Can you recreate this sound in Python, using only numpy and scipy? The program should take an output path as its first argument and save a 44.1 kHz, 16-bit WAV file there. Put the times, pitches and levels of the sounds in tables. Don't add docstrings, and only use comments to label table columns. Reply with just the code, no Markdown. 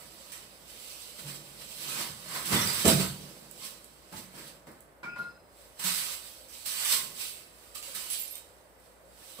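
import sys
import numpy as np
from scipy import signal
from scipy.fft import rfft, irfft, next_fast_len
from scipy.io import wavfile
from scipy.ndimage import uniform_filter1d

SR = 44100
rng = np.random.default_rng(int(sys.argv[2]) if len(sys.argv) > 2 else 0)


def digitize_waveform(pressure):
    field = np.atleast_2d(pressure).T
    bounded = np.clip(field, -1, 1)
    quanta = np.round(bounded * 32767).astype(np.int16)
    wavfile.write(sys.argv[1], SR, quanta)


def convert_level_to_amplitude(level_db):
    exponent = np.asarray(level_db, float) / 20
    return 10 ** exponent


N = 414540
HZ = np.fft.rfftfreq(next_fast_len(N), 1 / SR)


def evened(x):
    return x / np.sqrt(np.mean(x ** 2) + 1e-20)


def read(points, hz):
    f, value = np.transpose(points)
    return np.interp(np.log(hz + 1), np.log(f + 1), value)


def coloured(x, gain):
    size = next_fast_len(N)
    return irfft(rfft(x, size) * gain, size)[..., :N]


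def above(edge_hz):
    return 1 / (1 + (edge_hz / (HZ + 1)) ** 10)


def add(mix, s, sound):
    part = mix[round(s * SR):][:len(sound)]
    part += sound[:len(part)]


def rings(rows, rise):
    out = np.zeros(N)
    for s, hz, db, t60 in rows:
        t = np.arange(round(t60 * SR)) / SR
        tone = np.sin(2 * np.pi * hz * t) * (1 - np.exp(-t / rise))
        add(out, s, convert_level_to_amplitude(db + 4 - 60 * t / t60) * tone)
    return out


def paired(x):
    # f/Hz, left-right likeness/1
    likeness = [(60, .97), (150, .97), (300, .88), (600, .5), (1100, 0), (16000, 0)]
    same = np.clip(read(likeness, HZ), -1, 1)
    return np.array([x[0], coloured(x[0], same) + coloured(x[1], np.sqrt(1 - same ** 2))])


def walls(x, direct_db, lag=6):
    # f/Hz, t60/s
    wall_decay = [(100, 0.66), (500, 0.41), (2000, 0.28), (6000, 0.36), (15000, 0.13)]
    taps = np.zeros((2, SR))
    at = np.arange(200, SR - 10, 10) + rng.integers(0, 10, (2, (SR - 201) // 10))
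    np.put_along_axis(taps, at, rng.choice([-1., 1.], at.shape), 1)
    hz, t, z = signal.stft(taps, SR, nperseg=256)
    dying = convert_level_to_amplitude(-60 * t / read(wall_decay, hz)[:, None])
    tail = signal.istft(z * dying, SR, nperseg=256)[1]
    tail = tail / np.linalg.norm(tail[0])
    wet = paired(signal.fftconvolve(x[None], tail, axes=1)[:, :N])
    return wet + convert_level_to_amplitude(direct_db) * np.array([np.roll(x, round(lag)), x])


def boom(damping, modes_db):
    # f/Hz, level/dB, t60/s
    shed_modes = [(104.6, -9, 0.28), (142, -3, 0.77), (185.5, -2.5, 0.46), (223.3, -8, 0.58),
                  (333.2, -9, 0.64), (400, -9.5, 0.24), (492, -12.5, 0.28), (557, -8.5, 0.2),
                  (655, -11, 0.46), (845, -12, .25)]
    modes = sum(convert_level_to_amplitude(db) / (1 + 2j * (HZ - f) * t60 / damping) for f, db, t60 in shed_modes)
    return 1 + convert_level_to_amplitude(modes_db) * modes


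def air():
    # f/Hz, level per Hz/dB
    air_colour = [(25, -24), (48, -4.5), (87, -7.5), (123, -10.5), (160, -19.5), (285, -9.5), (451, -7.5),
                  (530, -2.5), (624, -6.5), (1230, -14.5), (2000, -20.5), (4000, -32), (9000, -42),
                  (16000, -28)]
    hum_hz, hum_waver = 56, 0.013
    drift = evened(uniform_filter1d(rng.standard_normal(N), 4000))
    hum = np.sin(2 * np.pi * np.cumsum(hum_hz * (1 + hum_waver * drift)) / SR)
    wide = coloured(paired(rng.standard_normal((2, N))), convert_level_to_amplitude(read(air_colour, HZ)))
    return convert_level_to_amplitude(-58) * evened(wide) + convert_level_to_amplitude(-63.5) * hum


def simmer(per_s=25, spread_db=4, level_db=-72):
    # t/s, level/dB, f/Hz
    big_bubbles = [
        (0.194, -46, 548),
        (6.347, -54, 500),
        (6.404, -47, 520),
        (7.713, -57, 520),
        (7.877, -42, 555),
        (8.873, -44, 490),
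        (9.036, -46, 545),
        (9.273, -46, 518),
    ]
    draws = rng.random((600, 4))[:round(per_s * N / SR)]
    small = [(s * N / SR, 470 + 170 * p, level_db - spread_db * np.log(e + 0.021), 0.089 + 0.063 * d)
             for s, p, e, d in draws]
    big = [(s, hz, db - 10.5, .1) for s, db, hz in big_bubbles]
    return rings(small + big, 0.0027)


def ticks():
    # t/s, peak level/dB
    embers = [(3.5123, -27), (3.8445, -36.5), (4.3375, -47), (4.7168, -39.5), (4.806, -38), (4.818, -55),
              (8.8007, -47), (0.68, -46), (4.671, -54), (4.787, -60), (7.9495, -34), (8.1025, -24),
              (8.1325, -20), (8.3553, -27)]
    out, t = np.zeros(N), np.arange(800) / SR
    decay = np.exp(-t / .0007) + .25 * np.exp(-t / .004)
    for (s, db), burst in zip(embers, rng.standard_normal((len(embers), len(t)))):
        snap = burst * decay
        add(out, s, convert_level_to_amplitude(db + 4) * snap / abs(snap).max())
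    return signal.lfilter(*signal.butter(4, 7400 / SR * 2, "high"), out)


def scoop():
    # t/s, f/Hz, level/dB
    main_ring = [
        (5.031, 1440, -47),
        (5.048, 1414, -61),
        (5.065, 1400, -44.5),
        (5.088, 1420, -40.5),
        (5.112, 1420, -51),
        (5.135, 1420, -44),
        (5.153, 1425, -56),
                 (5.167, 1426, -43),
        (5.182, 1420, -50),
        (5.2, 1413, -35),
        (5.22, 1416, -38),
        (5.236, 1428, -52),
        (5.258, 1420, -42),
        (5.295, 1414, -48),
        (5.345, 1420, -72),
        (5.38, 1420, -59.5),
    ]
    # t/s, f/Hz, level/dB, t60/s
    partials = [
        (5.085, 5020, -64.5, 1.4),
        (5.27, 5040, -66, .9),
        (5.228, 4075, -57, .12),
        (5.2, 2638, -62, .6),
        (5.03, 5000, -64, .2),
        (5.09, 2600, -58, 0.7),
        (5.175, 4150, -65, 1.0),
        (5.21, 8160, -75, 0.86),
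    ]
    s, hz, db = np.transpose(main_ring)
    t = np.arange(N) / SR
    turn = 2 * np.pi * np.cumsum(np.interp(t, s, hz)) / SR
    strength = convert_level_to_amplitude(np.interp(t, s, db, -120, -120) + 7.5)
    rubbed = strength * np.array([convert_level_to_amplitude(2) * np.sin(turn), convert_level_to_amplitude(-2) * np.sin(turn + .8)])
    beat = 1 + .2 * np.sin(2 * np.pi * 23 * t)
    return rubbed + rings(partials, .004) * beat


def splintered(rows, late_s=.012, spread=.004, count=4):
    luck = rng.uniform(-1, 1, (len(rows), count, 2))
    return [(s + late_s * abs(a) * (k > 0), hz * (1 + spread * b * (k > 0)), db - 5 - 2 * (k > 0), t60)
            for (s, hz, db, t60), parts in zip(rows, luck) for k, (a, b) in enumerate(parts)]


def clinks():
    # t/s, f/Hz, level/dB, t60/s
    struck = [(1.24, 143.2, -49.5, 0.93), (1.3, 125, -60, .3), (2.36, 1032, -39, 0.19),
              (2.52, 2004, -34, 0.51), (2.53, 101.4, -33, 0.29), (2.55, 3490, -34, 0.29),
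              (2.67, 4856, -22.5, 0.13), (3.1, 4500, -42.5, 0.23), (3.62, 1073, -56, 0.32),
              (4.13, 873, -46, 0.13), (5.042, 2370, -34, 0.054), (5.84, 181.7, -44.5, 0.29),
              (5.84, 4200, -41, 0.19), (6.92, 1068, -44.5, .5), (6.93, 4730, -29, .14),
              (7.09, 1078, -56, 0.47), (7.2, 2617, -48, 0.87), (7.755, 1216, -48, 0.11),
              (8.17, 9670, -30.5, 0.29), (8.195, 12700, -30, 0.26), (8.22, 3640, -57, 0.18),
              (8.33, 3661, -46, 0.11), (9.385, 1116, -45.5, 0.24), (9.389, 201, -46, .18),
              (9.388, 495, -43, 0.26), (2.858, 401.5, -23.5, .2), (5.172, 4081, -60, .15),
              (4.38, 4500, -57, .3), (2.853, 342, -27, 0.23), (2.86, 655, -29.5, 0.25),
              (2.885, 542, -31, 0.18), (2.92, 144.4, -27, 0.42), (2.95, 666, -43, .2),
              (5.031, 1010, -43, 0.084), (5.031, 2290, -46, 0.18), (5.033, 4258, -57, .12),
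              (5.085, 2566, -46, .2), (5.11, 2430, -52, .2), (5.157, 1026, -43, 0.16),
              (5.157, 1520, -46, .08), (5.033, 3700, -60, .1), (4.668, 4060, -61, 0.19),
              (8.355, 3830, -47, 0.15)]
    # t/s, f/Hz, level/dB
    chips = [(2.6, 5670, -29), (2.67, 9900, -39), (2.725, 13800, -30), (2.74, 8500, -35),
             (2.862, 9920, -22.5), (2.869, 13870, -24), (2.875, 7610, -23), (2.88, 5010, -24),
             (2.98, 8500, -33), (5.175, 11610, -51), (5.175, 10500, -56), (5.86, 12200, -38),
             (5.97, 9800, -41), (6.1, 9300, -51.5), (6.24, 14900, -48), (6.5, 12600, -48)]
    # t/s, f/Hz, level/dB
    trickle = [(7.95, 8700, -43), (8.021, 9700, -35.5), (8.02, 12740, -39.5), (8.103, 10780, -29),
               (8.11, 14800, -40), (8.11, 15450, -48), (8.13, 7730, -39), (8.14, 9250, -47),
               (8.17, 14800, -26), (8.19, 12110, -30.5), (8.2, 7360, -36), (8.24, 10800, -51.5),
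               (8.271, 9820, -39.5), (8.3, 12740, -36), (8.3, 8350, -44.5), (8.355, 14560, -38),
               (8.355, 9060, -45), (8.36, 13900, -42.5), (8.37, 7500, -50)]
    chip_t60_s, trickle_t60_s = 0.14, 0.12
    ringing = struck + [(*chip, chip_t60_s) for chip in chips] + [(*shard, trickle_t60_s) for shard in trickle]
    low = [row for row in ringing if row[1] < 3000]
    high = [row for row in ringing if row[1] >= 3000]
    rattle = convert_level_to_amplitude(4.5 * evened(uniform_filter1d(rng.standard_normal(N), 250)))
    return convert_level_to_amplitude(-4.5) * rattle * (rings(low, 0.0025) + convert_level_to_amplitude(-5) * rings(splintered(high), .002))


def thuds():
    # t/s, peak level/dB, f of the push/Hz
    landings = [(1.192, -49, 210), (2.095, -30.5, 172), (2.347, -30, 570), (2.52, -10.5, 198),
                (2.849, -3, 205), (4.14, -28.5, 200), (4.35, -52, 172), (4.668, -41, 230),
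                (4.714, -37, 360), (5.037, -41, 700), (5.157, -44, 800), (5.179, -41, 183),
                (5.86, -45, 181), (9.387, -45, 487)]
    out = np.zeros(N)
    for s, db, hz in landings:
        u = np.arange(3000) / SR * hz
        add(out, s, convert_level_to_amplitude(db - 6.0) * np.sin(2 * np.pi * u) * np.exp(-1.5 * u))
    return signal.lfilter(*signal.butter(3, 85 / SR * 2, "high"), coloured(out, boom(1.7, 13.6)))


def spills():
    # t/s, peak level/dB, length/s
    bursts = [
        (0.32, -38, 0.0075),
        (2.672, -30, 0.0075),
        (5.84, -27, 0.011),
        (6.486, -47, 0.011),
        (6.849, -23, 0.0055),
        (7.827, -34.5, 0.0046),
        (8.105, -38, 0.005),
        (8.134, -37.5, 0.0078),
        (8.354, -45, 0.0072),
    ]
    out, t = np.zeros(N), np.arange(4000) / SR
    for (s, db, length), burst in zip(bursts, rng.standard_normal((len(bursts), len(t)))):
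        add(out, s, convert_level_to_amplitude(db + 5) * burst * np.exp(-t / max(length, .001)))
    return signal.lfilter(*signal.butter(2, 1200 / SR * 2, "high"), out)


def swell(s, db, rise, fall):
    bend = .15
    late = np.arange(0, N / SR + .01, .001) - np.c_[s]
    away = np.maximum(-late / np.c_[np.maximum(rise, .001)], late / np.c_[np.maximum(fall, .07)])
    return convert_level_to_amplitude(2 * (np.c_[db] - 20 * away * (1 + bend * np.minimum(away, 9))))


def work():
    # peak t/s, snaps level/dB, 20 dB rise/s, 20 dB fall/s, knock of lumps re snaps/dB
    shovel = [(0.0, -53, .1, 0.13, -1), (0.23, -61, 9, 0.1, -9), (0.36, -54, 0.3, 0.13, -4.5),
              (0.44, -58.5, 0.5, 0.04, -6), (0.7, -55.5, 0.06, 0.7, -9.5), (0.8, -55.5, .1, 0.6, -22),
              (0.9, -52, 0.23, 0.8, -13), (1.03, -54, 0.07, -0.15, -17.5), (1.1, -59.5, 0.1, 0.3, -14),
              (1.2, -49.5, 0, 0.1, -6), (1.292, -46.5, 0.1, 0.16, -4), (1.36, -51.5, 0.04, -0.3, -8.5),
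              (1.5, -62, 1, .2, -12), (1.62, -51.5, -0.26, 0, -6.5), (1.72, -51, .3, 0.4, -20),
              (1.825, -47, .12, .2, -15), (1.9, -46, .15, .2, -10), (2.01, -39, 0.3139, 0.18, -1.5),
              (2.2, -62, -0.5, -0.3, -7), (2.36, -42, 0.18, 0.34, 1), (2.533, -33, 0.06, 0.34, 3),
              (2.82, -37.5, 0.62, 0.085, -6), (2.888, -27, 0.01, 0.1565, -3.5),
              (3.008, -35.5, -0.03, 0.16, -2.5), (3.25, -56, 9, 0.73, -4), (3.652, -45, .13, 0.1756, -11),
              (3.82, -64, 3, 1, -9), (4.1, -66, 0.3, 0.7, -3), (4.18, -49, 0.09, 0.16, -3),
              (4.39, -53, 0.11, 0.26, 1.5), (4.48, -54, 0.1, 0.11, -15)]
    pours = [(5.62, -63, 0.22, 0.4, -3), (5.77, -74.5, 0, 9, 2), (5.873, -35.5, 0.0774, 0.33, -4),
             (5.972, -38.5, 0.15, 0.34, -8), (6.14, -45, 0.22, -0.24, -5.5), (6.27, -55, -0.07, 0.5, -11),
             (6.54, -53, -0.03, 0.7, -13.5), (6.81, -40.5, 0.19, 0.4, -4),
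             (6.927, -29.5, 0.0951, 0.16, -7.5), (7.217, -41.5, 0.1, 0.25, -10.5),
             (7.3, -50.5, 0, 0.04, -23), (7.64, -61.5, 0.3, 0.8, -3), (7.868, -51, 0, 0.77, -5),
             (8.002, -51.5, 0.17, 0.17, -18), (8.153, -43, 0.14, 0.21, -27), (8.37, -58, 1.1, -0.07, -27),
             (8.86, -68, 0.15, 0.25, -4), (9.24, -59.5, 0.22, .6, -3), (9.3, -59, 0.1, 0, -11),
             (9.4, -56, 0.36, .3, -12)]
    scrapes = [
        (5.033, -56, .003, 0.13, 14),
        (5.159, -62, .006, .12, 13),
        (5.19, -59, 0.05, 0.2, 8),
    ]
    # t/s, snaps level/dB, 20 dB fall/s, knock re snaps/dB
    let_go = [(0.321, -55.5, -0.05, -16), (1.19, -57, -0.3, 6), (2.456, -42.5, 0.73, -5),
              (2.855, -33, 0.13, 0), (4.128, -55.5, 0.12, 7.5), (4.347, -60, .15, 3), (4.671, -66, 0.3, 11),
              (5.797, -45.5, 0.45, -2), (6.66, -40, 0.56, -10), (7.753, -45, 0.14, -9.5),
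              (7.951, -44, 0.29, -5.5), (8.104, -47.5, 0.1, -24)]
    # t/s, rumble level/dB, 20 dB fall/s
    shakes = [(0.0, -53.5, 0.3), (0.318, -63, 2), (1.19, -55, 2.3), (2.527, -26.5, 0.03),
              (2.858, -19, 0.0373), (2.885, -19.5, 0.08), (3.0, -33, 0.15), (3.2, -50, 1.0),
              (4.128, -45, 0.15), (4.346, -51, 0.4), (4.671, -48.5, 0.17), (5.04, -50.5, -0.1),
              (5.075, -50, 0.3), (5.19, -47.5, 0.19), (5.795, -56.5, 0.6), (6.928, -53.5, 0.8),
              (9.395, -45.5, .1)]
    quickest_rise_s = (.07, .07, .002, .002)
    dust_dbs, carry_dbs = (3, 4.5, 5, -6.5), (-3.5, -17, -11, -8)
    drop_rise_s, shake_rise_s = 0.01, 0.014
    knock_late = 0.86
    rest_db, rest_rumble_db = -80.5, -67.5

    drops = [(s, db, drop_rise_s, fall, knock_db) for s, db, fall, knock_db in let_go]
    s, db, fall = np.transpose(shakes)
    shaking = swell(s, db, shake_rise_s + 0 * s, fall).sum(0)
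    rest = convert_level_to_amplitude(2 * np.c_[[rest_db, rest_db + 12, rest_db + 8, rest_rumble_db]])
    total = rest + np.c_[[0, 0, 0, 1]] * shaking
    kinds = (shovel, pours, drops, scrapes)
    for rows, dust_db, carry_db, quickest in zip(kinds, dust_dbs, carry_dbs, quickest_rise_s):
        s, db, rise, fall, knock_db = np.transpose(rows)
        rise = np.maximum(rise, quickest)
        fine = swell(s, db, rise, fall).sum(0)
        lumps = swell(s, db + knock_db, knock_late * rise, fall).sum(0)
        total += [fine, lumps, convert_level_to_amplitude(2 * dust_db) * fine, convert_level_to_amplitude(2 * carry_db) * lumps]
    return 10 * np.log10(total)


def patchy(x, patchy_db):
    z = signal.stft(x, nperseg=512)[2]
    patches = uniform_filter1d(rng.standard_normal(z.shape[1:]), size=4, axis=0)
    patches = uniform_filter1d(patches, size=7, axis=1)
    return signal.istft(z * convert_level_to_amplitude(patchy_db * evened(patches)), nperseg=512)[1][:, :N]


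def handling(snaps_per_s=6000, spread_db=2.5):
    # f/Hz, level per Hz/dB
    snap_colour = [(500, 12), (800, -11), (1100, -5.5), (1700, -7), (2600, -6), (4800, -6), (6000, -9.5),
                   (9000, -9.5), (12000, -10), (16000, -6.5)]
    # f/Hz, level per Hz/dB
    rumble_colour = [(50, -44), (90, -20), (200, -1.5), (400, -5.5), (700, -7.5), (1000, -2)]
    size = convert_level_to_amplitude(spread_db * np.minimum(rng.exponential(1, N), 4)) * rng.standard_normal(N)
    snaps = evened(size * (rng.random(N) < snaps_per_s / SR))
    pieces = rng.random((900, 3)) * [N / SR, 14000, 8] + [0, 900, 0]
    shards = rings([(*piece, .07) for piece in pieces], 0.0048)
    heap = evened(walls(snaps + convert_level_to_amplitude(-14) * evened(shards), direct_db=-10))
    heap = heap + convert_level_to_amplitude(-2.0) * paired(rng.standard_normal((2, N)))
    heap = patchy(heap, patchy_db=1.2)

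    def layer(db, gain):
        level = convert_level_to_amplitude(np.interp(np.arange(N) / SR * 1000, np.arange(len(db)), db))
        return level * evened(coloured(heap, gain))

    snaps_db, knock_db, dust_db, rumble_db = work()
    snap = convert_level_to_amplitude(read(snap_colour, HZ))
    rumble = convert_level_to_amplitude(read(rumble_colour, HZ)) * boom(10.8, 11.4)
    return (layer(snaps_db + 3.5, snap * (above(2174) - above(6700)))
            + layer(knock_db + 0.5, snap * (above(774) - above(2160)))
            + layer(dust_db + 3, snap * above(6630))
            + layer(rumble_db, rumble * (1 - above(843))))


def scene():
    far = walls(spills() + thuds(), direct_db=-5.0)
    near = walls(clinks() + ticks() + simmer(), direct_db=2.0)
    return air() + scoop() + near + far + handling()


def starved(left, right, mute_db=-20, follow=.9, whim_db=2.5):
    grid = dict(window=signal.windows.cosine(2048), nperseg=2048, noverlap=1024)
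    hz, _, z = signal.stft(np.array([left, right]), SR, **grid)
    bands = (abs(z[:, :1024]) ** 2).reshape(2, 64, 16, -1).mean(2)
    whim = evened(uniform_filter1d(rng.standard_normal(bands[0].shape), size=4))
    weak_db = 10 * np.log10(uniform_filter1d(bands[0], size=3) + 1e-16) + whim_db * whim
    strong_db = 10 * np.log10(uniform_filter1d(bands[1], size=9, axis=0) + 1e-16)
    heard = np.repeat(weak_db > follow * strong_db + mute_db, 16, axis=0)
    z[0, :1024] *= heard | (hz[:1024, None] < 5200)
    return signal.istft(z[0], SR, **grid)[1][:N]


def band_limit(x):
    return signal.sosfilt(signal.butter(12, 16660, fs=SR, output="sos"), x)


def record(dry):
    # f/Hz, left minus right level/dB
    port_balance = [(60, 11), (110, 3), (200, -7), (500, -0.5), (4400, -1.5), (5500, -10), (6600, -15),
                    (7200, -11.5), (8200, -13), (8700, -17), (9400, -10), (10600, -8.5), (14400, -13),
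                    (16000, -23.5)]
    # f/Hz, level/dB
    body_colour = [(25, -24), (50, -2.5), (5500, -1), (6700, -2.5), (7200, -4), (7600, 5.5), (9500, 2),
                   (11000, 0.5), (15600, -2.5), (15800, -72)]
    ratio = convert_level_to_amplitude(2 * read(port_balance, HZ))
    ports = np.sqrt(2 / (1 + ratio)) * np.array([np.sqrt(ratio), np.ones_like(ratio)])
    left, right = coloured(dry, ports * convert_level_to_amplitude(read(body_colour, HZ)))
    return band_limit(np.array([starved(left, right), right]))


dry = scene()
out = record(dry)
digitize_waveform(out)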